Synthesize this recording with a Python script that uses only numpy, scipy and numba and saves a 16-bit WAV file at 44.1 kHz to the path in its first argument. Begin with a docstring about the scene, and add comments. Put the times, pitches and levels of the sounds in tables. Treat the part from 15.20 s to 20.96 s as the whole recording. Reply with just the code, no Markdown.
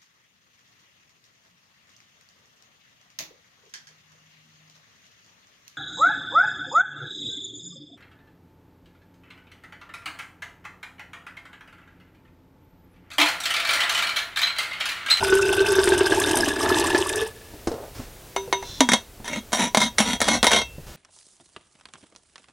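"""A small, quiet kitchen, heard close up: coffee is poured into a steel vacuum flask standing in the sink.
Bubbles and spatter are noise clicks and short gliding tones that ring the air above the coffee.
The flask is picked up with a bump; a plastic stopper taps its rim, drops into the neck and is screwed down.
Knocks and rasping turns shake stopper, steel and trapped air, which hums lower once the neck is closed."""
import sys
import numpy as np
from scipy import signal
from scipy.fft import rfft, irfft
from scipy.io import wavfile
from scipy.ndimage import uniform_filter1d
from numba import njit

SR = 44100
rng = np.random.default_rng(int(sys.argv[2]) if len(sys.argv) > 2 else 0)


def transcribe(signal):
    """Save signal, clipped to [-1, 1], as a 16-bit WAV file at the path in sys.argv[1]."""
    frames = np.atleast_2d(signal).T
    limited = np.clip(frames, -1, 1)
    pcm = np.round(limited * 32767).astype(np.int16)
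    wavfile.write(sys.argv[1], SR, pcm)


N = 254016  # length of the scene in samples
TIME = np.arange(N) / SR  # clock of the whole scene, s
AGE = TIME[:SR // 2]  # clock of one short sound, s

# strength of the stream: [t/s, bubbling level/dB]
STREAM = [(0.0, -24.5), (0.9, -22.5), (1.28, -22.5), (1.34, -29.5), (1.41, -27), (1.45, -21.5),
          (1.8, -24.5), (1.85, -29), (2.03, -28.5), (2.12, -50.5)]
# head of foam, which builds, then collapses as the stream thins: [t/s, foam 0-1]
FOAM_HEAD = [(0.1, 0), (0.55, 0.22), (1.2, 1), (1.8, 0.73), (2.03, 0.22)]
# fixed resonances of neck and basin: [f/Hz, width/Hz, level/dB, change at full foam/dB]
NECK_MODES = [(662, 40, -4, 5), (877, 60, -5, 5), (1150, 22, -4, -1), (2640, 150, -1.5, -5),
              (3620, 110, 0, -3), (4940, 300, -10, -2)]
# big bubbles bursting: [t/s, level/dB]
BIG_BUBBLES = [(0.125, -5.5), (0.151, -11.5), (0.404, -9.5), (0.521, -16.5), (0.585, -6.5), (0.674, -5.5),
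               (0.72, -5), (0.809, -6), (0.921, -3.5), (1.169, -7.5), (1.517, -12), (1.747, -4),
               (2.015, -17)]
# drops slapping the wall: [t/s, level/dB]
SLAPS = [(0.1516, -14.5), (0.52, -11), (0.64, -11), (0.69, -7), (0.9998, -8.5), (1.1124, -11),
         (1.156, -7.5), (1.171, -9), (1.2078, -13.5), (1.597, -11), (1.8696, -16.5), (1.892, -11),
         (1.958, -15), (2.075, -25)]
# tone colour of the spatter: [f/Hz, level/dB]
SPATTER_COLOUR = [(2000, -4.5), (3600, -5.5), (4400, -13), (4950, -1), (7200, -6.5), (8770, -2),
                  (11000, -9), (16000, -28)]
# tone colour of the bubbles: [f/Hz, level/dB]
FROTH_COLOUR = [(100, 4), (500, -13), (750, -1.5), (1300, 3.5), (2050, -3.5), (3000, 1), (6000, -10.5),
                (12000, -41)]
# dull bumps on sink and worktop: [t/s, level/dB, f/Hz]
THUDS = [(2.337, -32, 300), (2.472, -12, 339), (2.516, -21.5, 462), (2.540, -26, 436), (2.795, -27, 245),
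         (3.278, -30.5, 488), (4, -28.5, 220), (5.582, -25, 149)]
# tone colour of a bump: [f/Hz, level/dB]
THUD_COLOUR = [(70, -0.5), (200, 0.5), (650, -1.5), (1000, -9.5), (2500, -24.5), (6000, -22), (10000, -31),
               (16000, -76)]
# light sliding touches: [start t/s, length/s, level/dB]
SLIDING_TOUCHES = [(2.747, 0.15, -39.5), (3.4, 0.42, -44.5), (5.664, 0.15, -39)]
# tone colour of a sliding touch: [f/Hz, level/dB]
SLIDING_COLOUR = [(120, 15.5), (220, 4), (1600, -3), (3800, -7), (6000, -6.5), (12000, -18)]
# stopper against the neck: [t/s, level/dB, pop of the air relative to it/dB]
STOPPER_KNOCKS = [(3.163, -11.5, -13.5), (3.327, -4, -20.5), (3.426, -22, -24), (3.606, 0.5, -6),
                  (3.689, -2, -10), (3.718, 0, -9), (3.734, 2, -8), (4.079, -16, -19), (4.131, -21, -9),
                  (4.18, -36, 16), (4.33, -6.5, -10), (4.547, -0.5, -22), (4.572, 4, -9),
                  (4.616, -3.5, -10), (4.784, 2.5, -26), (4.803, -2.5, -2.5), (5.004, -9, -17),
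                  (5.016, -1, -17.5), (5.084, -3.5, -20), (5.229, 2.5, -13.5), (5.243, 1.5, -50),
                  (5.268, 3.5, -22), (5.316, -1.5, -29)]
# ringing modes of the steel: [f/Hz, level struck on the rim/dB, level through the thread/dB,
# time to fade by 60 dB with the neck open/s]
STEEL_MODES = [(964.3, 5.5, 1.5, 0.2), (2040, -16, -6, 0.089), (2153, 3, 6, 0.11), (2690, -24, -17, 0.8),
               (2880, -16, -32, 0.23), (3287, -14, 0, 0.29), (3690, -5, -3, 0.22), (3727, 0, 4.5, 0.15),
               (5640, -16, 5, 0.11), (5950, 8, 6.5, 0.036), (6090, -4, -5.5, 0.23), (6330, -6, -2, 0.11),
               (9870, -28, 1.5, 0.036)]
# average tone colour of the plastic stopper in the neck: [f/Hz, level/dB]
STOPPER_COLOUR = [(110, -51), (230, -1), (350, -1), (720, 6), (1250, 0), (2150, 0.5), (2550, -9.5),
                  (3900, -3.5), (4900, -11), (6000, -9), (10800, -15), (12500, -35)]
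# twists of the hand, a bite of the thread and then a free spin:
# [start t/s, length/s, bite level/dB, spin level/dB]
HAND_TWISTS = [(4.039, 0.17, -32.5, -30), (4.319, .18, -22, -22), (4.551, 0.14, -48, -20.5),
               (4.775, 0.2, -19, -22.5), (5.005, 0.19, -24, -18.5), (5.229, .21, -22, -16.5)]
# tone colour of the quiet room: [f/Hz, level/dB]
ROOM_COLOUR = [(15, -77), (25, -1.5), (117, -8), (170, -15), (439, -14), (714, -18.5), (1020, -23),
               (16000, -30.5)]

# flask dragging in the sink, stopper scraping round the rim: (start s, length s, level dB)
# and what each makes resonate: (Hz, width Hz, dB)
DRAG, DRAG_RING = (2.49, 0.23, -37), [(490, 430, 0)]
RIM_SCRAPE, RIM_RING = (3.42, 0.26, -40), [(3550, 320, -1.5), (4070, 240, -1), (5500, 2200, -10)]
# parts of a twist: (start share, length share, air dB, brightness dB per octave)
BITE, SPIN = (0, 0.4047, -12, 1), (0.3, 0.7, -0.92, 0.68)

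# air in the open and in the plugged neck
OPEN_HZ, CLOSED_HZ = 389, 220.2
OPEN_T60_S, CLOSED_T60_S = 0.44, 0.095
# first air resonance: foam lowers and widens it
FOAM_DROP_HZ, CLEAR_WIDTH_HZ, FOAMY_WIDTH_HZ = 52, 11, 210
# it lifts while the thinning stream frees the mouth
THINS_S, STOPS_S, LIFT_HZ = 1.896, 2.04, 57
# second air resonance: climbs as the flask fills
SECOND_HZ, CLIMB_HZ_PER_S, FULL_HZ = 1490, 145, 1724
# layers relative to the bubbling, and what full foam adds to each
GURGLE_DB, GURGLE_FOAM_DB, GURGLE_BUILD_S = 7, -6.5, 0.097
SPATTER_DB, SPATTER_FOAM_DB = -6, 1
CHURN_HZ, CHURN_DB = 203, -13.5  # dull churning of the coffee below the air resonance
BASIN_HZ, BASIN_DB = 93, -12.5  # low drumming of the sink under the flask
HOLLOW_HZ = 499  # gap above the first air resonance
# the stream goes quieter just before a big bubble closes
LULL_S, LULL_DB = 0.02, -1
# spray comes in short spits over an even wash
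SPITS_PER_S, SPIT_SPREAD_DB, SPIT_T60_S, WASH_DB, MIST_DB = 85, 3, 0.06, -10, -2
# the glug of foam round a big bubble
GLUG_LEAD_S, GLUG_S, GLUG_WIDTH_HZ, GLUG_DB = 0.012, 0.054, 200, -18
# the stopper slips into the neck and closes it
DROP_S, DROP_EASE_S = 3.59, 0.0348
# ring of the steel under a knock; fingers taking hold for a twist mute it for a moment
RING_DB, GRIP_DB, GRIP_S = -20, -11, 0.035
PRESS_DB_PER_DB = -0.05  # harder blows press the stopper on and ring relatively less
CONTACT_SCATTER_DB = 2.2  # how much the stopper's colour varies between contacts
# the thread catches unevenly: length and typical depth of a catch, range of the contact resonance
CATCH_S, CATCH_DB, CONTACT_HZ = 0.006, 2.4, (1200, 4800)
# the seal meets the neck and stifles the air
SEAL_FROM_S, SEAL_TIGHT_S, SEAL_DB = 5.1, 5.25, -10
# a low rumble while the stopper is tightened and let go
RUMBLE_FROM_S, RUMBLE_TO_S, RUMBLE_HZ, RUMBLE_DB = 4.6, 5.85, 71.4, -40
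RELEASE_S, RELEASE_DB = 5.41, -32  # the hand lets go
# room tone, and the recorder's hiss and upper limit
ROOM_DB, HISS_DB, TOP_HZ = -44.5, -63, 16100
# gain control: loud passages pull the gain down, and it creeps back
AGC_THRESHOLD_DB, AGC_SLOPE, AGC_ATTACK_S, AGC_RELEASE_S = -22.5, 0.22, 0.0057, 0.4


def amp(db):
    """Turn decibels into a gain."""
    return 10 ** (np.asarray(db) / 20)


def unit(x):
    """Scale to an rms (average strength) of 1."""
    return x / np.sqrt(np.mean(x ** 2) + 1e-18)


def crest(x):
    """Scale to a peak of 1."""
    return x / np.abs(x).max()


def even(x, size=3000):
    """Hold the running rms near 1 and keep the fine grain."""
    power = uniform_filter1d(x ** 2, size)
    return x / np.sqrt(np.abs(power) + 1e-6 * np.mean(x ** 2))


def curves(table):
    """Join the columns of a table by straight lines in time."""
    s, *columns = np.transpose(table)
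    return [np.interp(TIME, s, c) for c in columns]


def add(out, s, x):
    """Mix x into out from time s."""
    i = max(int(s * SR), 0)
    out[i:i + len(x)] += x[:max(len(out) - i, 0)]


def noise():
    """White noise as long as one short sound."""
    return rng.standard_normal(len(AGE))


def fade(t60):
    """Exponential decay that falls by 60 dB in t60 seconds."""
    return np.exp(-np.log(1000) * AGE / t60)


def ring(hz, t60, rise=0.0021):
    """One damped resonance; its pitch may glide."""
    phase = 2 * np.pi * np.cumsum(hz * np.ones(len(AGE))) / SR
    return np.sin(phase) * fade(t60) * (1 - np.exp(-AGE / rise))


def colour(x, points, tilt_db=0, size=2048):
    """Filter with the given (Hz, dB) shape, tilted by dB per octave, without sounding ahead of x."""
    hz, db = np.transpose(points)
    octave = np.log2(np.maximum(np.fft.rfftfreq(size, 1 / SR), 10))
    shape_db = np.interp(octave, np.log2(hz), db) + tilt_db * (octave - np.log2(2000))
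    # folding the cepstrum gives the minimum-phase filter
    cepstrum = irfft(np.log(amp(shape_db)))
    cepstrum[1:size // 2] *= 2
    cepstrum[size // 2 + 1:] = 0
    return signal.fftconvolve(x, irfft(np.exp(rfft(cepstrum))))[:len(x)]


@njit
def svf(x, hz, width):
    """State-variable band-pass, gain 1 at the centre."""
    y, b, l = np.empty(len(x)), 0., 0.
    for i in range(len(x)):
        g, k = np.tan(np.pi * hz[i] / SR), width[i] / hz[i]
        v = (b + g * (x[i] + 1e-18 - l)) / (1 + g * (g + k))
        b, l, y[i] = 2 * v - b, l + 2 * g * v, k * v
    return y


def band(x, hz, width_hz):
    """A resonance whose centre and width may move."""
    return svf(x, hz * np.ones(len(x)), width_hz * np.ones(len(x)))


def double_band(x, hz, width_hz, second_width_hz):
    """Two resonances in a row at the same pitch, for steeper sides."""
    return band(band(x, hz, width_hz), hz, second_width_hz)


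def clicks(rate, spread_db):
    """Random clicks of very unequal size, rate per second on average."""
    happens = rng.random(N) < rate / SR
    size_db = spread_db * np.minimum(rng.exponential(size=N), 4)
    return happens * rng.choice([-1, 1], N) * amp(size_db)


def reflect(x, t60, wet_db):
    """Direct sound followed by a dense tail from near walls."""
    tail = noise() * fade(t60) * (1 - np.exp(-AGE / 0.0003))
    return x + amp(wet_db) * signal.fftconvolve(x, tail / np.linalg.norm(tail))[:len(x)]


def stroke(length, peak_at):
    """Pressure of one movement: it builds, then lets go."""
    peak_at = np.clip(peak_at, 0.05, 0.95)
    progress = np.interp(AGE / length, [0, peak_at, 1], [0, 0.5, 1])
    return np.sin(np.pi * progress) ** 0.96


def room_tone():
    """The steady murmur of the quiet room: noise with a fixed colour."""
    return amp(ROOM_DB) * unit(colour(rng.standard_normal(N), ROOM_COLOUR, size=8192))


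def air_column():
    """Foam, pitch and width of the first air resonance, and pitch of the second, through the pour."""
    foam = np.clip(curves(FOAM_HEAD)[0], 0, 1)
    lift_hz = np.interp(TIME, [THINS_S, STOPS_S], [0, LIFT_HZ])
    first_hz = OPEN_HZ - FOAM_DROP_HZ * foam ** 2 + lift_hz
    width_hz = CLEAR_WIDTH_HZ * (FOAMY_WIDTH_HZ / CLEAR_WIDTH_HZ) ** foam
    second_hz = np.minimum(SECOND_HZ + CLIMB_HZ_PER_S * TIME, FULL_HZ)
    return foam, first_hz, width_hz, second_hz


def bubbles(count, lo_hz, hi_hz, cycles, spread_db):
    """Bubbles born during the pour; each rings for some cycles and glides upward."""
    out = np.zeros(N)
    for when, pitch, life, strength in rng.random((count, 4)):
        hz = lo_hz * (hi_hz / lo_hz) ** pitch
        t60 = cycles * (0.5 + life) / hz
        t = AGE[:int(t60 * SR) + 2]
        tone = np.sin(2 * np.pi * hz * t * (1 + 0.28 * t / t60))
        wave = tone * np.exp(-np.log(1000) * t / t60)
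        size = np.sqrt(hz) * amp(-spread_db * np.log(strength + 0.0025))
        add(out, when * STREAM[-1][0], wave * size)
    return out


def spray():
    """Spits of mist and tiny ringing droplets, over a faint even wash of both."""
    spit_power = clicks(SPITS_PER_S, SPIT_SPREAD_DB) ** 2
    spits = np.sqrt(np.abs(signal.fftconvolve(spit_power, fade(SPIT_T60_S) ** 2)[:N]))
    droplets = even(bubbles(count=4500, lo_hz=2400, hi_hz=12000, cycles=45, spread_db=4.5))
    mist = amp(MIST_DB) * rng.standard_normal(N)
    return reflect((droplets + mist) * (unit(spits) + amp(WASH_DB)), t60=0.02, wet_db=-3)


def stream_level():
    """Level of the stream in dB, with a short lull ahead of every big bubble."""
    flow_db, = curves(STREAM)
    for s, _ in BIG_BUBBLES:
        corners = [s - 2 * LULL_S, s - LULL_S / 2, s, s + LULL_S / 10]
        flow_db = flow_db + LULL_DB * np.interp(TIME, corners, [0, 1, 1, 0])
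    return flow_db


def pour():
    """The stream beats bubbles into the coffee; they ring the air above it while spray spits."""
    foam, first_hz, foam_hz, second_hz = air_column()
    churn = clicks(rate=830, spread_db=3.5)
    gurgle = even(double_band(churn, first_hz, foam_hz, 210), size=6000)
    gurgle = gurgle * np.minimum(TIME / GURGLE_BUILD_S, 1)
    basin = even(double_band(churn, BASIN_HZ, 70, 90))
    dull_churn = even(double_band(churn, CHURN_HZ, CHURN_HZ, CHURN_HZ))
    # bubbles and the splashing between them
    froth = unit(bubbles(count=4400, lo_hz=262, hi_hz=5160, cycles=20, spread_db=4.8))
    froth = colour(froth + amp(-9.0) * unit(churn), FROTH_COLOUR)
    neck = sum(amp(db + foam_db * foam) * band(froth, hz, width)
               for hz, width, db, foam_db in NECK_MODES)
    second_air = amp(6.0) * double_band(froth, second_hz, 80, 680)
    bubbling = even(second_air + neck + amp(-12) * froth)
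    spatter = even(colour(spray(), SPATTER_COLOUR), size=6000)
    air = gurgle * amp(GURGLE_DB + GURGLE_FOAM_DB * foam) + bubbling
    flow = air - band(air, HOLLOW_HZ, 134)
    flow = flow + spatter * amp(SPATTER_DB + SPATTER_FOAM_DB * foam)
    flow = flow + amp(BASIN_DB) * basin + amp(CHURN_DB) * dull_churn
    end_s = STREAM[-1][0]
    return flow * amp(stream_level()) * np.interp(TIME, [end_s, end_s + 0.36], [1, 0])


def gulps():
    """Big bubbles kick the two lowest air resonances and heave the foam; single drops slap the wall."""
    out = np.zeros(N)
    foam, first_hz, foam_hz, second_hz = air_column()
    for s, db in BIG_BUBBLES:
        i = int(s * SR)
        # thick foam takes a harder shove and swallows it sooner
        low_t60 = np.log(1000) / (np.pi * foam_hz[i])
        low = amp(3.5 + 7.2 * foam[i]) * ring(first_hz[i], low_t60, rise=0.0037)
        high = amp(-4.0) * ring(second_hz[i], 0.065, rise=0.00066)
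        # a swarm of smaller bubbles swells in the first two neck resonances
        swarm = sum(double_band(noise(), hz, GLUG_WIDTH_HZ, GLUG_WIDTH_HZ) for hz, *_ in NECK_MODES[:2])
        glug = foam[i] * stroke(GLUG_S, peak_at=0.3) * even(swarm, size=900)
        add(out, s - GLUG_LEAD_S, amp(db + GLUG_DB) * glug)
        splash = crest(colour(noise() * fade(0.11), FROTH_COLOUR))
        add(out, s, amp(db) * (low + high + amp(-9.0) * splash))
    for s, db in SLAPS:
        slap = band(noise() * fade(0.03), 9950, 6200)
        add(out, s, amp(db) * crest(colour(slap, SPATTER_COLOUR)))
    return out


def handling():
    """Damped bumps on sink and worktop, and the soft hiss and rumble of sliding touches."""
    out = np.zeros(N)
    for s, db, hz in THUDS:
        contact = noise() * (fade(0.035) + amp(9.5) * fade(0.12))
        # below 340 Hz, a lower bump is also duller
        tilt_db = 4.3 * min(np.log2(hz / 340), 0)
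        thud = crest(colour(contact, THUD_COLOUR, tilt_db))
        add(out, s, amp(db) * (thud + amp(-0.5) * ring(hz, 0.082, rise=0.00037)))
    for s, length, db in SLIDING_TOUCHES:
        slide = unit(colour(noise(), SLIDING_COLOUR))
        add(out, s, amp(db) * stroke(length, peak_at=0.055) * slide)
    return out


def scrapes():
    """Light dragging contacts: a grit of clicks excites a few resonances."""
    out = np.zeros(N)
    for (s, length, db), resonances in ((DRAG, DRAG_RING), (RIM_SCRAPE, RIM_RING)):
        grit = clicks(rate=3000, spread_db=3)[:len(AGE)]
        tone = sum(amp(gain_db) * double_band(grit, hz, width, width) for hz, width, gain_db in resonances)
        add(out, s, amp(db) * stroke(length, peak_at=0.3) * even(tone, size=1500))
    return out


def seating(s):
    """Closure of the neck (0-1) at time s and the pitch of the air in it."""
    closure = 1 / (1 + np.exp((DROP_S - s) / DROP_EASE_S))
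    return closure, OPEN_HZ + closure * (CLOSED_HZ - OPEN_HZ)


def grip(s):
    """How hard the fingers clamp the flask at time s, 0-1: most at the start of a twist."""
    return max(np.exp(-((s - start) / GRIP_S) ** 2) for start, *_ in HAND_TWISTS)


def stopper_colour():
    """The stopper's colour, different at every point of contact."""
    return [(hz, db + CONTACT_SCATTER_DB * rng.standard_normal()) for hz, db in STOPPER_COLOUR]


def steel(closure):
    """Ring of the flask: each contact weights the modes anew, and the seated stopper damps them."""
    hz, rim_db, thread_db, t60 = np.transpose(STEEL_MODES)
    t60 = 1 / (1 / t60 + 3 * closure)
    # the point of contact moves round as the stopper turns
    scatter_db = (1 + 2.5 * closure) * rng.standard_normal(len(hz))
    mode_db = rim_db + closure * (thread_db - rim_db) + scatter_db
    gain = rng.choice([-1, 1], len(hz)) * amp(mode_db)
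    # the changing grip detunes the wall a little
    hz = hz * (1 + 0.006 * closure * rng.standard_normal(len(hz)))
    return sum(g * ring(f, t) for g, f, t in zip(gain, hz, t60))


def knocks():
    """A plastic crack, the ring of the steel and a hollow pop of the air in the neck."""
    out = np.zeros(N)
    for s, db, air_db in STOPPER_KNOCKS:
        closure, air_hz = seating(s + AGE)
        contact = noise() * (fade(0.003) + amp(-5) * fade(0.045) + amp(-22) * fade(0.2))
        # light taps on the rim are duller than jolts in the thread
        crack = crest(colour(contact, stopper_colour(), tilt_db=-1.02 + 2.47 * closure[0]))
        # an open neck rings longer than a plugged one
        air_t60 = OPEN_T60_S * (CLOSED_T60_S / OPEN_T60_S) ** closure[0]
        air = ring(air_hz, air_t60, rise=0.0023)
        ring_db = RING_DB + GRIP_DB * grip(s) + PRESS_DB_PER_DB * db
        add(out, s, amp(db) * (crack + amp(air_db) * air + amp(ring_db) * steel(closure[0])))
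    return out


def rub(s, length, air_db, tilt_db):
    """The thread sticks and slips in uneven runs of clicks that shake stopper, steel and trapped air."""
    closure, air_hz = seating(s)
    slips = even(clicks(rate=1200, spread_db=4.5)[:len(AGE)], size=900)
    catches = unit(uniform_filter1d(noise(), int(CATCH_S * SR)))
    force = unit(slips * amp(CATCH_DB * catches)) * stroke(length, peak_at=0.25)
    rasp = colour(reflect(force, t60=0.035, wet_db=1.0), stopper_colour(), tilt_db)
    # the contact has a resonance of its own, which slides as the stopper turns
    contact_hz = np.interp(AGE, [0, length], rng.uniform(*CONTACT_HZ, 2))
    rasp = rasp + band(rasp, contact_hz, contact_hz / 5)
    sing = signal.fftconvolve(force, steel(closure))[:len(AGE)]
    air = double_band(force, air_hz, 56, 93)
    seal_db = np.interp(s, [SEAL_FROM_S, SEAL_TIGHT_S], [0, SEAL_DB])
    mix = unit(rasp) + amp(-3.0) * unit(sing) + amp(air_db + seal_db) * unit(air)
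    return np.sqrt(np.mean(force ** 2)) * mix


def turns():
    """Every twist rubs the thread twice: a short bite, then a longer and hollower spin."""
    out = np.zeros(N)
    for start, length, bite_db, spin_db in HAND_TWISTS:
        for db, (begins, lasts, air_db, tilt_db) in ((bite_db, BITE), (spin_db, SPIN)):
            s = start + begins * length
            add(out, s, amp(db) * rub(s, lasts * length, air_db, tilt_db))
    return out


def rumble():
    """A soft, deep swell of noise under the last twists and the letting go."""
    progress = np.clip((TIME - RUMBLE_FROM_S) / (RUMBLE_TO_S - RUMBLE_FROM_S), 0, 1)
    deep = even(double_band(rng.standard_normal(N), RUMBLE_HZ, 50, 53))
    return amp(RUMBLE_DB) * np.sin(np.pi * progress) * deep


def release():
    """The fingers let go after the last twist and the longest mode of the steel sings on."""
    out = np.zeros(N)
    hz, *_, t60 = max(STEEL_MODES, key=lambda mode: mode[-1])
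    add(out, RELEASE_S, amp(RELEASE_DB) * ring(hz, t60 / 2))
    return out


def scene():
    """All sounds in a small kitchen with near walls, the same in both channels."""
    near = pour() + gulps() + handling() + scrapes() + knocks() + turns() + release()
    mono = reflect(near, t60=0.17, wet_db=-12.5) + rumble() + room_tone()
    return np.array([mono, mono])


@njit
def follow(x, attack, release):
    """Level follower that rises fast and falls slowly."""
    y, e = np.empty(len(x)), 0.
    for i in range(len(x)):
        e += (abs(x[i]) - e) * (attack if abs(x[i]) > e else release)
        y[i] = e
    return y


def record(dry):
    """The recorder drops the deepest bass, adds faint hiss, rides the gain, rounds peaks and cuts the top."""
    sound = signal.sosfilt(signal.butter(2, 22, "high", fs=SR, output="sos"), dry)
    hiss = np.array([unit(double_band(rng.standard_normal(N), 11700, 16000, 16000)) for _ in dry])
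    level = follow(sound[0], 1 / (AGC_ATTACK_S * SR), 1 / (AGC_RELEASE_S * SR))
    gain = np.maximum(level / amp(AGC_THRESHOLD_DB), 1) ** -AGC_SLOPE
    sound = np.tanh(0.91 * gain * (sound + amp(HISS_DB) * hiss)) / 0.88
    return signal.sosfilt(signal.ellip(8, 0.2, 70, TOP_HZ, fs=SR, output="sos"), sound)


dry = scene()
out = record(dry)
transcribe(out)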